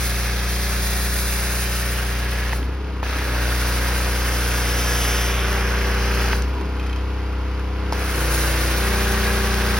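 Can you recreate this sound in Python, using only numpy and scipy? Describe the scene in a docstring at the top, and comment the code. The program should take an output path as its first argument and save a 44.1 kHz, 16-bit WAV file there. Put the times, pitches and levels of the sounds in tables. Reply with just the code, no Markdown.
"""A jet of foam roars and hisses over a car while a petrol pressure washer drones behind it.
The jet rushes through a hand-held lance, drums on the panels and breaks into mist; the one-cylinder
engine chugs and its pump whines. Twice the trigger is let go: the valve knocks, the spray dies away
and the engine, freed of its load, races until the trigger is squeezed again."""
import sys
import numpy as np
from scipy import signal
from scipy.fft import rfft, irfft, next_fast_len
from scipy.io import wavfile
from scipy.ndimage import uniform_filter1d

SR = 44100
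rng = np.random.default_rng(int(sys.argv[2]) if len(sys.argv) > 2 else 0)


def materialize(psi):
    """Save the field psi as 16-bit PCM at rate SR to the path in sys.argv[1].

    A 1-D psi becomes a single channel; in a 2-D psi each row is a channel.
    """
    bounded = np.clip(np.atleast_2d(psi).T, -1, 1)
    quanta = np.round(bounded * 32767).astype(np.int16)
    wavfile.write(sys.argv[1], SR, quanta)


N = 431738
TIME = np.arange(N) / SR
SIZE = next_fast_len(N)
FREQS = np.maximum(np.arange(SIZE // 2 + 1) * SR / SIZE, 1)
LOADED_HZ, UNLOADED_HZ = 30.07, 31.72   # engine firings per second
PASS_S = 5.115   # the lance sweeps right past the listener
# Level changes at four places: bonnet, front door, rear door, roof.
ENGINE_BY_PLACE_DB, ROAR_BY_PLACE_DB = (-4, -0.5, 1.5, 2), (0, 1.5, 3, 2.5)


# The hiss changes as the lance swings about: (time [s], nozzle level [dB], mist level [dB])
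HISS_LEVELS = [(0, -31, -26.5), (0.4, -31.5, -31), (1.15, -31, -24.5), (1.75, -32, -26),
               (2.25, -36.5, -35.5), (3.2, -35.5, -34.5), (3.65, -31.5, -29), (4.15, -32, -30),
               (4.6, -28, -29.5), (5.05, -23.5, -38), (5.22, -26, -48), (5.43, -31.5, -56),
               (5.52, -30, -43), (5.65, -33.5, -46), (6.3, -32, -36), (8.0, -36, -30), (8.37, -30, -25),
               (8.7, -30.5, -28.5), (9.79, -31.5, -30)]

def spray(cycles):
    """The whole jet, pulsing with the pump; `cycles` counts the engine's firings so far."""
    nozzle_db, mist_db = in_time(HISS_LEVELS)
    splashing = splash()
    sputter = drift(17)
    wash = (roar(cycles) + splashing + flecks()) * from_db([[-.9], [-.1]])   # left, right
    wash *= flow(hold_s=.0052, remaining=.55, fade_s=.14, spurt=.85, drain_per_s=.43, build_s=.15)
    hiss = nozzle(nozzle_db + .5 * sputter) + mist(mist_db + .8 * sputter)
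    return stray_echoes(bodywork_echo(wash + hiss * throb(cycles, .026)))

# The tone of the rush inside the foam gun: (frequency [Hz], level [dB])
GUN_SPECTRUM = [(60, -41), (200, -10.5), (450, 0), (800, -1), (1150, -0.5), (1480, 3.5), (1640, 3),
                (1820, 4), (2100, 1), (2600, 0.5), (3200, -4), (5000, -20), (9000, -61)]
# The tone of the broad door panels: (frequency [Hz], level [dB])
DOOR_SPECTRUM = [(100, -24), (300, -11.5), (500, 2.5), (680, -4.5), (900, -0.5), (1450, 1), (1900, -8),
                 (3500, -34)]

def roar(cycles):
    """Foam rushes through the gun and drums on the doors, pushed in pulses by the pump."""
    drumming = from_db(-5) * by_place([0, 1, 1, 1]) * stereo_noise(DOOR_SPECTRUM, grain_db=3)
    gain = from_db(-31 + by_place(ROAR_BY_PLACE_DB) + .5 * drift(5.5))
    rush = stereo_noise(GUN_SPECTRUM, grain_db=1)
    pulsing = throb(cycles, .1) * throb(2 * cycles, .032) * throb(4 * cycles, .03)
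    pistons = throb(6 * cycles, .022)   # three pump strokes to each turn of the crank
    return gain * (rush + chamber() + drumming) * pulsing * pistons

# The mixing chamber's note wanders as foam fills it: (time [s], pitch [Hz], level against the rush [dB])
CHAMBER_NOTE = [(0, 1660, -11), (1, 1660, -14), (1.9, 1570, -10), (2.4, 1680, -8.5), (3.5, 1660, -8),
                (4.05, 1568, -9), (4.4, 1610, -5), (4.9, 1692, -7.5), (5.35, 1632, -6), (6.1, 1610, -13),
                (8.4, 1620, -11.5), (9.1, 1630, -9), (9.79, 1600, -16)]

def chamber():
    """The jet keeps the mixing chamber ringing and the brass parts singing faintly."""
    hz, db = in_time(CHAMBER_NOTE)
    return from_db(db) * narrow_band(hz, width_hz=44) + from_db(-21) * narrow_band(2510, width_hz=55)

# The nozzle's tone from a distance: (frequency [Hz], level [dB])
NOZZLE_FAR_SPECTRUM = [(900, -12), (2200, 4.5), (3200, 4.5), (4000, 6.5), (5100, 5), (6000, 4.5),
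                       (6700, -3), (8500, -42), (13000, -4.5)]
# The nozzle's tone up close: (frequency [Hz], level [dB])
NOZZLE_NEAR_SPECTRUM = [(1200, -3), (2400, -0.5), (3100, 1.5), (4200, -4), (5000, 1), (5800, 3),
                        (7200, -4.5), (9000, -4), (13000, -5.5), (15700, -2.5)]

def nozzle(level_db):
    """The jet hisses as it leaves the nozzle, changing tone as it passes the listener."""
    near = swell(PASS_S, width_s=.8)
    far_hiss = np.sqrt(1 - near) * stereo_noise(NOZZLE_FAR_SPECTRUM, grain_db=1.44)
    near_hiss = np.sqrt(near) * stereo_noise(NOZZLE_NEAR_SPECTRUM, grain_db=.7, focus=1)
    strength = flow(hold_s=.0079, remaining=.86, fade_s=.087, spurt=.91, drain_per_s=.08, build_s=.14)
    return strength * from_db(level_db) * (far_hiss + near_hiss)

# The tone of the fine mist: (frequency [Hz], level [dB])
MIST_SPECTRUM = [(3000, -20), (5500, -6), (7000, 0), (10500, 0), (13200, -3), (15700, 3)]

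def mist(level_db):
    """The jet breaks into mist with a high, flickering hiss."""
    strength = flow(hold_s=.037, remaining=.96, fade_s=.033, spurt=.24, drain_per_s=.08, build_s=.15)
    return strength * from_db(level_db + .77 * drift(19)) * stereo_noise(MIST_SPECTRUM, grain_db=.6)

# The tone of foam landing close by: (frequency [Hz], level [dB])
SPLASH_SPECTRUM = [(1200, -28), (2300, 2), (2900, -2), (3600, 1), (4300, -20), (8000, -36)]

def splash():
    """Foam splashes on the nearest panel just after the lance passes."""
    gain = from_db(-32) * swell(PASS_S + .16, width_s=.22)
    return gain * stereo_noise(SPLASH_SPECTRUM, grain_db=2.5, focus=.64)

# The tone of small slaps of foam: (frequency [Hz], level [dB])
FLECK_SPECTRUM = [(700, -20), (1800, 0), (2800, -3), (5000, -7), (7000, -8), (14000, -7)]

def flecks(hits_per_s=220, spread_db=6, decay_s=.0016):
    """Lumps of foam of uneven size hit the panels in flurries."""
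    hits = rng.random(N) < hits_per_s * from_db(3 * np.tanh(drift(7))) / SR
    sizes = hits * from_db(spread_db * np.minimum(rng.exponential(1, N), 2))
    fades = signal.lfilter([1], [1, -np.exp(-1 / (decay_s * SR))], sizes + 1e-18)
    slaps = coloured(fades * rng.standard_normal(N), FLECK_SPECTRUM)
    return from_db(-41 + by_place(ROAR_BY_PLACE_DB)) * slaps

# The car's echo cuts a dip in the hiss: (time [s], frequency [Hz], level change [dB])
HISS_DIP = [(0, 3000, -3), (0.6, 2940, -11), (1.4, 3100, -10), (1.7, 3450, -3), (2.2, 3750, -0.5),
            (3.1, 3050, -3), (3.8, 3250, -2), (4.3, 3880, -4), (5.1, 4200, -2), (5.6, 3850, -2),
            (6.0, 3720, -8), (8.1, 3650, -5), (8.75, 3110, -1), (9.79, 3130, -1)]
# The jet favours one pitch of hiss: (time [s], frequency [Hz], level change [dB])
HISS_BOOST = [(0, 4900, 1.5), (2, 5050, 3), (3.3, 4500, 1), (4.3, 5100, 3), (5.0, 5400, 1.5),
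              (5.9, 5170, 3.5), (8.3, 5100, 0.5), (9.79, 5280, 1.5)]

def bodywork_echo(x):
    """A dip and a peak glide through the spray as the lance moves along the panels."""
    hollowed = moving_peak(x, *in_time(HISS_DIP), width_hz=400)
    return moving_peak(hollowed, *in_time(HISS_BOOST), width_hz=320)

def stray_echoes(x, count=8, delay_range_s=(.0008, .007), share=.06):
    """Short echoes off glass, panels and paving come and go, so the tone keeps shifting."""
    lags = (rng.uniform(*delay_range_s, count) * SR).astype(int)
    echoes = sum(drift(1.5) * np.roll(x, lag, axis=-1) for lag in lags)
    return (x + share * echoes) / np.sqrt(1 + count * share ** 2)

def flow(hold_s, remaining, fade_s, spurt, drain_per_s, build_s):
    """Jet strength, 0-1: it drops and fades when let go, then spurts and builds up when squeezed."""
    strength = np.ones(N)
    for let_go, _, squeezed, _ in SPRAY_PAUSES:
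        age = TIME - let_go - hold_s
        dying = np.where(age < 0, 1, remaining * np.exp(-np.maximum(age, 0) / fade_s))
        first_spurt = spurt * np.exp(-drain_per_s * (squeezed - let_go))   # the idle gun drains
        building = 1 - (1 - first_spurt) * np.exp(-np.maximum(TIME - squeezed, 0) / build_s)
        strength *= np.where(TIME < squeezed, dying, building)
    return strength


# The trigger stops the spray: (let-go time [s], knock level [dB], squeeze time [s], knock level [dB])
SPRAY_PAUSES = [(2.532, -20.5, 3.0296, -18.5), (6.332, -17.5, 7.925, -16)]
# The notes of the knocked lance: (pitch [Hz], level [dB], fade time [s])
LANCE_NOTES = [(685, -11, 0.024), (903, 2, 0.024), (1040, -5, .015), (1690, -20, 0.011)]
# Trigger and valve ticks: (time [s], level [dB], pitch [Hz], fade time [s], pitch spread [ratio])
TRIGGER_TICKS = [(2.531, -17, 1900, .014, 0.92), (2.628, -28, 2920, .016, 1),
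                 (3.0277, -38, 4000, .012, 1.8), (3.0385, -28, 3500, 0.014, 1.1),
                 (6.327, -22, 2400, .014, 1.12), (6.331, -18, 1500, .012, 1.25),
                 (6.4215, -25, 4500, 0.017, 1.4), (7.9233, -24.5, 4700, .014, 1.15),
                 (7.9323, -22, 5000, 0.0072, 1.7), (7.595, -29, 1280, .05, 1.1)]

def trigger():
    """The trigger ticks, and each sudden change of pressure knocks through the lance."""
    shut = impulses([row[:2] for row in SPRAY_PAUSES])
    opened = impulses([row[2:] for row in SPRAY_PAUSES])
    knocks = sum(from_db(db) * (ring(opened, hz, t60) + ring(shut, hz * 1.01, t60))   # higher on shutting
                 for hz, db, t60 in LANCE_NOTES)
    # In the second pause the shut lance rings on briefly under the trapped pressure.
    groan = from_db(-38) * swell(6.58, width_s=.05) * narrow_band(955, width_hz=30)
    ticks = sum(burst(*row) for row in TRIGGER_TICKS)
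    return knocks + groan + ticks

# The notes of the lance's brass parts: (pitch [Hz], level [dB], fade time [s])
BRASS_NOTES = [(1310, -5, .13), (1660, -8, .09), (2530, 0, .06), (3140, 0, .055), (4420, -10, .03),
               (5150, -8, .04), (5700, -7, .05)]
# The brass parts tap together in the hand: (time [s], level [dB], favoured pitch [Hz])
BRASS_TAPS = [(6.766, -31, 1310), (6.797, -32, 2530), (6.81, -33, 1400), (6.829, -31, 1700),
              (6.839, -33, 1900), (6.864, -29, 1490), (6.868, -36, 5300), (6.8952, -33, 3200),
              (6.9285, -30, 2510), (6.961, -33, 3620), (6.989, -39, 2700)]

def clinks(loss_db_per_octave=12):
    """Each tap starts with a short scrape and rings the brass notes, favouring those near its pitch."""
    ringing = np.zeros(N)
    for hz, note_db, t60 in BRASS_NOTES:
        taps = [(s, db + note_db - loss_db_per_octave * abs(np.log2(hz / favoured_hz)))
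                for s, db, favoured_hz in BRASS_TAPS]
        ringing += ring(impulses(taps), hz, t60)
    scrapes = sum(burst(s, db - 6, hz, t60=.035, spread=1.65) for s, db, hz in BRASS_TAPS)
    return ringing + scrapes


def engine(cycles, speed):
    """A one-cylinder, four-stroke engine and its pump; `speed` is in firings per second."""
    load = np.clip((31.1 - speed) / .81, 0, 1)   # the speed rises as the load falls away
    exhaust = boom(cycles, speed) * from_db([[.3], [-.3]])
    exhaust += chug(cycles, speed, load) * from_db([[1.5], [-1.5]])
    machinery = from_db(by_place(ENGINE_BY_PLACE_DB)) * (rattle(cycles, load) + clatter(cycles))
    return machinery + whine(cycles, load) + rumble(cycles, speed) - exhaust

# The exhaust's boom under load, along the walk: (time [s], level [dB])
BOOM_LEVELS = [(0, -24), (1.0, -23.5), (1.6, -25), (2.5, -23.5), (3.55, -22), (4.6, -23), (5.3, -22.5),
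               (6.35, -21), (8.4, -22), (9.79, -22.7)]

def boom(cycles, speed, throttle_lag_s=.065, drop_db_per_hz=1.76):
    """The exhaust booms at the crank's rate, two turns a firing; it softens as the throttle shuts."""
    boom_db, = in_time(BOOM_LEVELS)
    extra_hz = np.interp(TIME - throttle_lag_s, TIME, speed) - LOADED_HZ
    return np.sqrt(2) * from_db(boom_db + .6 - drop_db_per_hz * extra_hz) * np.cos(4 * np.pi * cycles)

# The exhaust's higher tones, by place and with no load:
# (pitch [times the firing rate], bonnet [dB], front door [dB], rear door [dB], roof [dB], no load [dB])
EXHAUST_TONES = [(3, -40.5, -38.5, -32.5, -32.5, -33), (4, -34, -30.5, -33.5, -34, -44.5),
                 (5, -41.5, -42, -39, -32, -41.5), (6, -36.5, -35.5, -32, -43, -38.5),
                 (7, -39.5, -42, -30.5, -41, -46), (8, -53, -50, -51, -45, -43.5),
                 (9, -47.5, -37.5, -42, -39, -40.5), (10, -48.5, -45.5, -54, -45, -40),
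                 (11, -50.5, -41.5, -46, -34, -52), (12, -50, -52, -38, -40, -43.5),
                 (13, -40, -40.5, -31, -38, -41), (14, -62, -58, -51, -61, -49),
                 (15, -46.5, -41.5, -41, -41, -45), (16, -47, -38, -34, -36.5, -43),
                 (17, -51, -48, -48, -39, -57), (18, -44.5, -41, -47, -40, -65),
                 (19, -49, -48, -50, -45, -59), (20, -53, -46, -39, -53, -56)]

def chug(cycles, speed, load):
    """The lower exhaust tones stay in step and add up to one chug per firing."""
    racing = np.clip(speed - 32, 0, 1)
    shake = .05 + .03 * (1 - load) + .9 * racing   # racing with the throttle shut, it fires unevenly
    total = np.zeros(N)
    for multiple, *levels_db in EXHAUST_TONES:
        gain = tone_gain(multiple, levels_db, load) * (1 + shake * drift(10.5))
        total += gain * engine_tone(cycles, multiple, wander_db=1, scatter=min(.093 * multiple, 1))
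    return total

# The pump's and gears' tones, by place and with no load:
# (pitch [times the firing rate], bonnet [dB], front door [dB], rear door [dB], roof [dB], no load [dB])
PUMP_TONES = [(21, -57, -62, -49, -52, -51), (23, -50, -56, -54, -46, -58), (24, -46, -43, -56, -46, -54),
              (26, -53, -59, -42.5, -55, -62), (27, -55, -49, -41, -42, -51), (30, -57, -55, -46, -64, -48),
              (32, -56, -43, -45, -42, -48), (36, -53.5, -51, -44, -49, -57), (38, -51, -49, -39, -49, -52),
              (42, -45, -45, -47, -46, -51), (43, -49, -49, -49, -59, -70), (44, -58, -49, -48, -52, -54),
              (48, -58, -41, -53, -40, -69), (50, -58, -43, -47, -53, -72), (52, -57, -48, -40, -56, -69),
              (54, -54, -48, -39.5, -41, -74), (56, -43, -53, -44, -54, -74)]

def whine(cycles, load):
    """The pump and gears whine in step with the engine."""
    return sum(tone_gain(multiple, levels_db, load) * engine_tone(cycles, multiple, wander_db=1.64)
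               for multiple, *levels_db in PUMP_TONES)

def engine_tone(cycles, multiple, wander_db, scatter=1):
    """One tone; echoes off the car and house shift its timing and make it swell and fade."""
    gain = from_db(wander_db * drift(.52))
    return gain * np.cos(2 * np.pi * (multiple * cycles + scatter * (rng.random() - .5)))

def tone_gain(multiple, levels_db, load):
    """A tone's strength depends on place and load; three tones also hum in the passing lance."""
    *loaded_db, unloaded_db = levels_db
    loaded = by_place(from_db(loaded_db))
    unloaded = by_place(from_db(unloaded_db + np.array(ENGINE_BY_PLACE_DB)))
    hum = from_db(-45) * swell(PASS_S, width_s=.3) if multiple in (13, 16, 24) else 0
    return load * loaded + (1 - load) * unloaded + hum

# The tone of the engine's clatter: (frequency [Hz], level [dB])
CLATTER_SPECTRUM = [(25, -3), (70, 3), (180, -3.5), (450, -2.5), (590, -3.5), (820, 0), (1000, 0.5),
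                    (1400, -1.5), (1750, -6.5), (2700, -5), (3700, -13), (4800, -12.5), (8000, -28),
                    (13000, -28), (15700, -37)]

def clatter(cycles):
    """Engine noise that throbs with each firing and each turn of the crank."""
    pulsing = throb(cycles, .083) * throb(2 * cycles, .036)
    return from_db(-37) * stereo_noise(CLATTER_SPECTRUM, grain_db=1) * pulsing

# The tone of the rattling valves and pump: (frequency [Hz], level [dB])
RATTLE_SPECTRUM = [(400, -5), (650, -1), (950, 5), (1550, 2.5), (2000, -1.5), (3000, -10), (6000, -46)]

def rattle(cycles, load):
    """The engine's valves and the pump repeat the same ragged pattern every firing."""
    pattern = rng.standard_normal(512)
    repeated = np.interp(cycles % 1, np.linspace(0, 1, len(pattern)), pattern)
    return from_db(-42.5 - .5 * load) * coloured(repeated, RATTLE_SPECTRUM)

# The tone of the exhaust's rough rumble: (frequency [Hz], level [dB])
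RUMBLE_SPECTRUM = [(50, -20), (110, 2), (250, 0), (420, -3), (560, -15), (1000, -39)]

def rumble(cycles, speed, full_hz_per_s=13.7):
    """The engine fires raggedly while it gains or loses speed."""
    change_hz_per_s = uniform_filter1d(np.abs(np.gradient(speed)) * SR, size=SR // 12)
    gain = from_db(-37) * np.minimum(change_hz_per_s / full_hz_per_s, 1)
    return gain * throb(cycles, .5) * stereo_noise(RUMBLE_SPECTRUM, grain_db=2.5)

# Pops in the muffler: (time [s], level [dB], pitch [Hz])
MUFFLER_POPS = [(6.549, -25, 400), (6.581, -28, 360), (6.611, -20, 380), (6.655, -22, 90)]

def muffler_pops():
    """The muffler pops softly as the throttle closes in the second pause."""
    return sum(burst(s, db, hz, t60=.049, spread=1.1) for s, db, hz in MUFFLER_POPS)

def governor(unload_lag_s=.02493, swing_s=.53, settle_s=.426, hose_fill_s=.16, reload_s=.1092):
    """Firings per second: in each pause the speed control overshoots and swings until the load returns."""
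    speed = np.full(N, LOADED_HZ)
    for let_go, _, squeezed, _ in SPRAY_PAUSES:
        age = np.maximum(TIME - let_go - unload_lag_s, 0)
        swing = 1 - np.exp(-age / settle_s) * np.cos(2 * np.pi * age / swing_s)
        unloaded = 1 - np.clip((TIME - squeezed - hose_fill_s) / reload_s, 0, 1)
        speed += (UNLOADED_HZ - LOADED_HZ) * swing * unloaded
    return speed


# The walk along the car: (time [s], place [0 bonnet, 1 front door, 2 rear door, 3 or more roof])
WALK_PATH = [(0, 0), (2.5, 0.2), (3.3, 1), (5.2, 1), (5.6, 1.6), (7.7, 1.1), (8.2, 5), (8.62, 3.5),
             (8.9, 2), (9.79, 2)]

def by_place(values):
    """Blend four values, one for each place, along the walk."""
    return np.interp(in_time(WALK_PATH)[0], np.arange(len(values)), values)

def from_db(db):
    """Turn decibels into a multiplier."""
    return 10 ** (np.asarray(db) / 20)

def unit_power(x):
    """Scale a signal to an average power of 1."""
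    return x / np.sqrt(np.mean(x ** 2) + 1e-20)

def in_time(rows):
    """Read a table's columns at every sample."""
    times, *columns = np.transpose(rows)
    return [np.interp(TIME, times, column) for column in columns]

def in_frequency(rows):
    """Read a table's columns at every frequency."""
    hz, *columns = np.transpose(rows)
    return [np.interp(np.log(FREQS), np.log(hz), column) for column in columns]

def drift(rate):
    """A smooth random wobble of size about 1 that changes about `rate` times a second."""
    step, warm_up = 40, 2000
    r = np.exp(-2 * np.pi * rate * step / SR)
    noise = rng.standard_normal(N // step + warm_up + 2)
    slow = signal.lfilter([1], [1, -2 * r, r * r], noise)[warm_up:]
    return np.interp(np.arange(N) / step, np.arange(len(slow)), unit_power(slow))

def swell(peak_s, width_s):
    """A smooth rise from 0 to 1 and back."""
    return np.exp(-((TIME - peak_s) / width_s) ** 2)

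def throb(cycles, sharpness):
    """One smooth hump per cycle, averaging 1."""
    hump = np.exp(sharpness * np.cos(2 * np.pi * cycles))
    return hump / hump.mean()

def coloured(x, spectrum):
    """Shape a signal's tone with a spectrum table, at power 1."""
    return unit_power(irfft(rfft(x, SIZE) * from_db(in_frequency(spectrum)[0]), SIZE)[..., :N])

def stereo_noise(spectrum, grain_db, focus=0):
    """Noise of countless uneven impacts; more `focus` makes it more alike in both ears."""
    sizes = from_db(grain_db * drift(370))
    mid, side = rfft(rng.standard_normal((2, N)) * sizes, SIZE)
    alike = np.clip(1 - (1 - focus) * (1 - in_frequency(STEREO_IMAGE)[0]), 0, 1)
    pair = np.sqrt(1 + alike) * mid + np.sqrt(1 - alike) * side * [[1], [-1]]
    return unit_power(irfft(pair * from_db(in_frequency(spectrum)[0]), SIZE)[:, :N])

def narrow_band(hz, width_hz):
    """A half-whistling note, kept ringing by swirling flow."""
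    phase = 2 * np.pi * np.cumsum(hz * np.ones(N)) / SR
    return drift(width_hz) * np.cos(phase) + drift(width_hz) * np.sin(phase)

def moving_peak(x, hz, db, width_hz):
    """Raise or lower a band around a moving frequency."""
    carrier = np.exp(2j * np.pi * np.cumsum(hz) / SR)
    r = np.exp(-np.pi * width_hz / SR)
    band = 2 * np.real(signal.lfilter([(1 - r) / 2] * 2, [1, -r], x * carrier.conj()) * carrier)
    return x + (from_db(db) - 1) * band

def impulses(rows):
    """Single clicks from rows of (time [s], level [dB])."""
    clicks = np.zeros(N)
    for s, db in rows:
        clicks[round(s * SR)] = from_db(db)
    return clicks

def ring(clicks, hz, t60):
    """Each click starts a pure note; the fade time `t60` is the seconds it takes to fall 60 dB."""
    r, angle = 10 ** (-3 / (t60 * SR)), 2 * np.pi * hz / SR
    return signal.lfilter([0, np.sin(angle)], [1, -2 * r * np.cos(angle), r * r], clicks + 1e-18)

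def burst(s, db, centre_hz, t60, spread):
    """A dying puff of noise around one pitch."""
    start, size, ratio = round(s * SR), SR // 5, max(spread, 1.1)
    band = signal.butter(1, [centre_hz / ratio, centre_hz * ratio], "band", fs=SR, output="sos")
    noise = unit_power(signal.sosfilt(band, rng.standard_normal(size)))
    puff = np.zeros(N)
    puff[start:start + size] = noise * from_db(db - 60 * np.arange(size) / SR / t60)
    return puff


def scene():
    """Spray, trigger and engine in the open air."""
    speed = governor()
    unloaded = np.clip((speed - LOADED_HZ) / (UNLOADED_HZ - LOADED_HZ), 0, 1)
    wobble_hz = (.024 + .035 * unloaded) * drift(6.1)   # without its load the engine runs less evenly
    cycles = np.cumsum(speed + wobble_hz) / SR
    background = muffler_pops() + engine(cycles, speed)
    return spray(cycles) + trigger() + clinks() + background

# Stereo image by pitch: how alike and how far out of step left and right sound:
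# (frequency [Hz], likeness [0-1], left's phase lead [rad])
STEREO_IMAGE = [(100, .999, 0), (300, .96, -.3), (700, .88, -.85), (1150, .84, -.65), (1550, .97, 0),
                (2200, .93, -.1), (3200, .15, -.6), (4200, .45, 1.4), (5000, .55, .4), (6200, .72, 1.5),
                (6750, .8, 2), (7200, .97, 3.05), (8100, .97, 3.25), (9300, .7, 4.8), (10500, .95, 6.2),
                (11700, .95, 6.4), (12600, .65, 7.5), (13400, .96, 9.3), (14900, .96, 9.5),
                (15700, .7, 10.3)]

def record(dry):
    """Left and right sound slightly out of step, and the highest treble is cut off."""
    lead = in_frequency(STEREO_IMAGE)[1]
    pair = irfft(rfft(dry, SIZE) * np.exp(.5j * lead * [[1], [-1]]), SIZE)[:, :N]
    return signal.sosfilt(signal.ellip(10, .1, 80, 15900, fs=SR, output="sos"), pair)


dry = scene()
out = record(dry)
materialize(out)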